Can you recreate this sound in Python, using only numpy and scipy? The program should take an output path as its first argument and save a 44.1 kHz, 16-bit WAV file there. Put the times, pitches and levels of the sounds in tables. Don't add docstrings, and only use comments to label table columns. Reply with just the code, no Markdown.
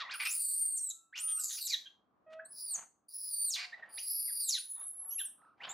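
import sys
import numpy as np
from scipy import signal
from scipy.fft import rfft, irfft, next_fast_len
from scipy.io import wavfile

SR = 44100
rng = np.random.default_rng(int(sys.argv[2]) if len(sys.argv) > 2 else 0)


def wrap_up_sound(samples):
    columns = np.atleast_2d(samples).T
    tamed = np.clip(columns, -1, 1)
    steps = np.round(tamed * 32767).astype(np.int16)
    wavfile.write(sys.argv[1], SR, steps)


N = 252693
T = np.arange(N) / SR


def undb(db):
    return 10 ** (np.asarray(db) / 20)


def curves(rows):
    s, *columns = np.transpose(rows)
    return [np.interp(T, s, c) for c in columns]


def gate(start, end):
    fade_s = .007
    opening = np.clip((T - start) / fade_s + .5, 0, 1)
    closing = np.clip((end - T) / fade_s + .5, 0, 1)
    return opening * closing


def shape(x, points):
    size = next_fast_len(N)
    f = np.maximum(np.arange(size // 2 + 1) * SR / size, 1)
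    hz, db = np.transpose(points)
    gain = undb(np.interp(np.log(f), np.log(hz), db))
    return irfft(rfft(x, size) * gain, size)[:N]


def noise(points):
    x = shape(rng.standard_normal(N), points)
    return x / x.std()


def wander(rate):
    steps = rng.standard_normal(N // 4)
    x = np.interp(T * rate, np.arange(len(steps)), steps)
    return x / x.std()


def butter(x, order, hz, kind="low"):
    return signal.sosfilt(signal.butter(order, hz, kind, fs=SR, output="sos"), x)


# frequency in Hz, relative density in dB per Hz.
AIR = [(18, -49), (30, -16), (240, 2.5), (304, -1), (538, -4), (774, -1.5), (859, -4), (1170, -2),
       (2030, -22.5), (15000, -53.5)]
# time in seconds, level in dB.
AIR_LEVEL = [(.3, -84.5), (.6, -91), (2.3, -76), (3.1, -83.5), (4.6, -84), (5.7, -74)]
HUM_HZ, HUM_DB = 303, -88.5


def air():
    mid = noise(AIR) * undb(wander(9))
    side = noise(AIR) * undb(wander(9))
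    side = shape(side, [(40, -3), (170, -6), (1000, -3.5)])
    murmur = mid + side * np.array([[1], [-1]])
    hum = undb(HUM_DB) * np.sin(2 * np.pi * HUM_HZ * T)
    return undb(curves(AIR_LEVEL)[0]) * murmur + hum


ECHO_T60_S, ECHO_TREBLE_T60_S = 0.3, 0.28


def terrace(x, direct_db=-2, early_db=-7, tail_db=-10, early_s=0.0094,
            side_db=-7, treble_side_db=-8, pan_db=-0.44):
    t = T[:int(.7 * SR)]
    mid, side = rng.standard_normal((2, len(t)))
    treble_side = butter(side[::-1], 4, 11000, "high")
    width = undb(side_db) * side + undb(treble_side_db) * treble_side
    scatter = mid + width * np.array([[1], [-1]])
    low = butter(scatter, 2, 6000)
    high = butter(scatter[:, ::-1], 2, 6000, "high")
    tail = low * undb(-60 * t / ECHO_T60_S) + high * undb(-60 * t / ECHO_TREBLE_T60_S)
    tail = tail * np.minimum(t / 0.032, 1)
    early = scatter * np.exp(-t / early_s) * (t > .002)
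    response = sum(undb(db) * part / np.linalg.norm(part[0])
                   for db, part in ((early_db, early), (tail_db, tail)))
    echo = signal.fftconvolve(x[None], response, axes=1)[:, :N]
    pan = undb(np.array([[pan_db], [-pan_db]]) / 2)
    return (undb(direct_db) * x + echo) * pan


# middle in seconds, half length in seconds, level in dB,
# centre in Hz.
SCUFFS = [(.07, 0.13, -61.5, 1300), (0.237, 0.02, -76, 1400), (2.329, 0.018, -64, 2280),
          (2.786, 0.049, -55, 1337), (3.846, 0.14, -63.5, 1200), (4.827, 0.064, -70, 1296),
          (5.102, 0.23, -77.5, 1070), (5.687, 0.057, -48.5, 1350)]


def scuffs(grain_db=3):
    out = 0
    for s, half, db, hz in SCUFFS:
        rub = noise([(hz / 40, -50), (hz / 10, -15), (hz / 3, -14), (hz * 0.55, 0),
                     (hz * 1.4, -6), (hz * 3, -20), (hz * 8, -48)])
        out = out + undb(db) * rub * np.exp(-((T - s) / half) ** 2)
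    return out * undb(grain_db * wander(150))


# start in seconds, length in seconds, pitch in Hz, glide in Hz,
# arch in Hz, peak level in dB, overtones in dB, waver in radians.
COOS = [(.88, .29, 1320, -20, 20, -79.5, -12, .1), (1.15, .36, 1285, -55, 0, -64, -18, .12),
        (2.265, .18, 631, 18, -1, -49, -7, .1), (3.5, .28, 590, 50, 110, -67, -5, .1),
        (4.76, .11, 1120, 0, 0, -65, -12, 1.8), (4.99, .16, 1050, 50, 0, -68, -14, 1.8),
        (5.38, .17, 1260, 40, 0, -65, -16, 1.6)]
# multiple of the pitch, relative level in dB.
COO_HARMONICS = [(1, 0), (2, -9), (3, -13), (4, -19), (5, -30.5), (6, -48)]
COO_EDGE_DB = 9


def coos(waver_rate=170):
    out = 0
    for s, length, hz, glide_hz, arch_hz, db, overtones_db, waver in COOS:
        along = np.clip((T - s) / length, 0, 1)
        arch = 1 - (2 * along - 1) ** 2
        phase = 2 * np.pi * np.cumsum(hz + glide_hz * along + arch_hz * arch) / SR
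        phase = phase + waver * (wander(waver_rate) + wander(2 * waver_rate))
        overtones = sum(undb(part_db) * np.sin(round(k) * phase)
                        for k, part_db in COO_HARMONICS[1:])
        tone = np.sqrt(2) * (np.sin(phase) + undb(overtones_db) * overtones)
        swell = undb(db - COO_EDGE_DB * (1 - arch))
        out = out + tone * swell * gate(s, s + length)
    return out


def fold(hz, rough, quaver=0.0051, quaver_rate=110, jitter_rate=1800):
    jitter_hz = .075 * rough * np.sqrt(hz * 4000) * wander(jitter_rate)
    strength = np.abs(1 + .5 * rough * wander(600))
    pitch_hz = hz * (1 + quaver * wander(quaver_rate)) + jitter_hz
    return 2 * np.pi * np.cumsum(pitch_hz) / SR, np.sqrt(2) * strength


# start in seconds, length in seconds, start pitch in Hz, end pitch in Hz, level in dB,
# second harmonic in dB.
YIPS = [(0, 0.042, 1417, 988, -45, -10), (0.048, 0.036, 1000, 964, -57, 8),
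        (0.088, 0.029, 1000, 2266, -45.5, -2.5), (0.133, 0.027, 1710, 1240, -44, -5.5),
        (0.899, 0.021, 3985, 3844, -50, -15), (1.128, 0.035, 1531, 3010, -49, -27),
        (1.372, 0.028, 1284, 1477, -56.5, -5.5), (1.707, 0.047, 2438, 1690, -47, -17),
        (1.856, 0.024, 1599, 1641, -63.5, 13.5), (2.393, .012, 1500, 1740, -44, -47),
        (3.725, 0.021, 1756, 2033, -43.5, -18), (3.826, 0.014, 1927, 1720, -43.5, -33),
        (3.976, 0.02, 1822, 3290, -47, 1.5), (4.28, .028, 2230, 1590, -58, -11),
        (4.538, .05, 2373, 1475, -56, 4), (4.752, 0.0935, 1847, 1820, -81, 13.5),
        (5.105, 0.048, 2885, 3224, -67.5, 12), (5.183, 0.014, 2530, 3033, -43.5, -11),
        (5.194, 0.025, 1896, 1477, -50.5, 5), (5.603, 0.025, 1722, 2980, -50, -48),
        (5.692, 0.0334, 3430, 3736, -54, 11.5)]


def yips(upper_db=-25, rough=0.32):
    out = 0
    for s, length, start_hz, end_hz, db, second_db in YIPS:
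        phase, strength = fold(np.interp(T, [s, s + length], [start_hz, end_hz]), rough)
        overtones = np.sin(2 * phase) + undb(upper_db) * np.sin(4 * phase)
        tone = np.sin(phase) + undb(second_db) * overtones
        out = out + undb(db) * tone * strength * gate(s, s + length)
    return out


# start in seconds, length in seconds, pitch in Hz, starting level in dB,
# second harmonic in dB.
RASPS = [(0, 0.028, 1890, -48.5, 4), (0.11, 0.042, 2350, -46.5, -3.5), (0.199, 0.041, 2314, -36.5, -11),
         (0.251, 0.027, 2598, -36.5, -8.5), (1.156, 0.041, 2933, -43, -13), (1.276, 0.05, 3240, -56, -8),
         (1.672, 0.034, 4660, -50.5, -5), (1.494, .065, 3836, -50, -10.5), (1.574, .03, 2676, -57, 0),
         (3.561, 0.096, 2236, -44.5, -2), (4.494, 0.015, 4610, -69, -11), (5.634, 0.024, 2977, -44, -40)]
RASP_FADE_DB = 3


def rasps(rough=0.82, spread_db=-5, upper_db=-17, half_db=-13):
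    out = 0
    spread = 1 + undb(spread_db) * noise([(700, 22.5), (1400, -18.5), (2600, -12), (6000, -49.5), (12000, -74)])
    for s, length, hz, db, second_db in RASPS:
        phase, strength = fold(hz, rough)
        overtones = np.sin(2 * phase) + undb(upper_db) * np.sin(3 * phase)
        tone = np.sin(phase) + undb(second_db) * overtones
        alternate = 1 + 2 * undb(half_db) * np.sin(phase / 2 + wander(900))
        fade_db = RASP_FADE_DB * np.clip((T - s) / length, 0, 1)
        out = out + undb(db - fade_db) * tone * alternate * strength * gate(s, s + length)
    return out * spread


# time in seconds, pitch in Hz, level in dB.
WHISTLE = [(3.929, 10700, -47.5), (4.011, 10330, -43.5), (4.115, 11400, -38.5), (4.36, 11350, -46),
           (4.55, 10600, -51.5), (4.597, 9510, -42.5), (4.638, 10380, -46.5), (4.755, 10100, -43),
           (4.848, 10780, -45), (5.002, 10970, -46.5), (5.14, 11300, -39.5), (5.231, 10930, -40.5),
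           (5.274, 8050, -43)]


def whistle(rough=0.03, lower_db=-32, upper_db=-24):
    hz, db = curves(WHISTLE)
    phase, strength = fold(hz, rough, quaver=0.0084)
    beat = phase / 3 + 1.3 * wander(700)
    sides = undb(lower_db) * np.sin(phase - beat) + undb(upper_db) * np.sin(phase + beat)
    tone = np.sin(phase) + sides * undb(4 * wander(25))
    tone = tone * undb(2.5 * wander(70))
    return tone * strength * undb(db) * gate(WHISTLE[0][0], WHISTLE[-1][0])


# time in seconds, central pitch in Hz, level in dB, roughness from 0 to 1.
OPENING = [(.285, 5160, -47, 0.4), (.315, 6930, -44, 1), (.36, 9000, -43, 0.1), (.4, 8880, -36.5, .5),
           (.43, 7910, -44, 0.55), (.62, 8970, -32.5, 0.3), (.755, 8360, -37.5, 0),
           (.777, 7280, -40.5, 0.37), (.8, 5230, -55, 0.16)]
LONG = [(.138, 9000, -51, .6), (.179, 10230, -46, 0.36), (.26, 8630, -44.5, 0.8), (.305, 10180, -41, 0.7),
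        (.355, 10010, -37.5, 0.57), (.45, 9030, -35, 0.42), (.66, 9290, -42.5, 0.33),
        (.8, 8554, -37.5, .08), (.89, 7756, -34.5, 0.12), (.915, 6520, -42, 0.91)]
ARCH = [(1.151, 3996, -79, 0.61), (1.176, 5310, -48, 1), (1.216, 9220, -38.5, 0.32),
        (1.27, 9430, -34, 0.083), (1.36, 8700, -34.5, 0.18), (1.43, 7544, -40, 0.97),
        (1.545, 6370, -45, 0.97), (1.575, 5540, -53.5, 0.24), (1.604, 4670, -74.5, .45)]
PLUNGE = [(1.502, 9340, -48.5, 0.31), (1.547, 10260, -43, .3), (1.602, 9570, -49, 1),
          (1.639, 8380, -48.5, 1), (1.667, 7805, -38, 0.53), (1.683, 5224, -40, 1), (1.72, 4176, -38, 0.68),
          (1.745, 3907, -31.5, 0.15), (1.765, 3450, -74, .3)]
SHORT = [(2.451, 7840, -47, 0.056), (2.485, 8960, -66.5, 0.11), (2.504, 10150, -53, 0.017),
         (2.59, 10030, -48, 0.73), (2.64, 9975, -38.5, 0.057), (2.683, 9500, -44.5, 0.35),
         (2.732, 8300, -34, 0.057), (2.747, 6830, -34, 0.05), (2.763, 6110, -38, 0.22)]
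FALLING = [(3.086, 9640, -50, .25), (3.12, 10080, -63.5, 0.91), (3.142, 10310, -44, 0.29),
           (3.299, 9870, -42, 0.39), (3.335, 9180, -36, .25), (3.45, 9207, -34, 0.19),
           (3.493, 8270, -33, 0.14), (3.52, 5530, -36.5, 0.39), (3.547, 3990, -34.5, 0.51),
           (3.575, 2760, -46, 0.43)]
LAST = [(3.89, 9530, -62, 0.19), (4., 9480, -51.5, 0.55), (4.1, 10050, -38.5, 0.32),
        (4.27, 9786, -38, 0.18), (4.42, 9500, -37.5, 0.33), (4.47, 7640, -39, 0.19),
        (4.497, 6270, -35, 0.89), (4.53, 4370, -36.5, 0.31), (4.555, 3857, -32.5, 0.18),
        (4.6, 2590, -65.5, 1)]
# course,
# half-pitch band in dB, one-and-a-half-pitch band in dB, bands at thirds of the pitch in dB.
SQUEALS = [(OPENING, -27.5, -10.5, -26), (LONG, -13.5, -5, -41.5), (ARCH, -24.5, -11.5, -10.5),
           (PLUNGE, 1, -1.18, -17.5), (SHORT, 0.39, -2, -42), (FALLING, -2.7, -1.3, -20.5),
           (LAST, 0.53, 0.74, -70)]
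# frequency in Hz, gain in dB.
THROAT = [(1000, -29.5), (1900, -33.5), (2600, -26.5), (3300, -25), (3900, -1.5), (4500, 3), (5200, -1.5),
          (6000, 1.5), (7200, 1), (8500, -10), (10000, -5.5), (11300, 1), (13500, 2), (16000, -5)]
TAUT_HZ, SLACK_SCATTER = 8550, 0.09


def squeal(call, lower_db, upper_db, thirds_db, rasp_db=-4, hiss_db=-16, third_low_db=-5,
           lower_slip=1.1, upper_slip=1.1, flutter_db=3, flutter_rate=120, wobble=.008, wobble_rate=45):
    hz, db, rough = curves(call)
    rough = np.clip(rough, 0, 1)
    slack = np.clip(1 - hz / TAUT_HZ, 0, 1)
    hz = hz * (1 + wobble * wander(wobble_rate) + SLACK_SCATTER * slack * wander(4 * flutter_rate))
    phase, strength = fold(hz, rough)

    slow_slip = (lower_slip + .5 * rough) * wander(480)
    fast_slip = (upper_slip + rough) * wander(700)
    lower = undb(lower_db) * np.sin(phase / 2 + slow_slip)
    upper = undb(upper_db) * np.sin(1.5 * phase + fast_slip)
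    beat = phase / 3 + slow_slip
    low_thirds = np.sin(phase - beat) + np.sin(beat)
    thirds = undb(thirds_db) * (np.sin(phase + beat) + undb(third_low_db) * low_thirds)

    spread = noise([(700, 8.5), (1400, -9), (2600, -28), (6000, -54), (12000, -84.5)])
    rasp = 1 + undb(rasp_db) * rough * spread
    hiss = noise([(1000, -18.5), (3200, 2), (4300, 0.5), (6200, 1),
                  (8500, 4.0), (11500, 11), (14000, 7.5), (16000, -4)])
    bands = (lower + upper + thirds) * rough * rasp + undb(hiss_db) * rough * hiss

    flutter = np.minimum(wander(flutter_rate), 1)
    level = undb(db + flutter_db * (1 - rough) * flutter)
    effort = strength * level * gate(call[0][0], call[-1][0])
    return np.sin(phase) * rasp * effort + shape(bands * effort, THROAT)


def scene():
    background = air()
    around = terrace(coos() + scuffs(), direct_db=-.5, early_db=-12, tail_db=-15, pan_db=-1.8)
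    voice = yips() + rasps() + whistle() + sum(squeal(*row) for row in SQUEALS)
    baby = butter(voice, 4, 900, "high")
    return background + around + terrace(baby)


TOP_HZ = 15700


def record(dry):
    return signal.sosfilt(signal.ellip(10, .2, 80, TOP_HZ, fs=SR, output="sos"), dry)


dry = scene()
out = record(dry)
wrap_up_sound(out)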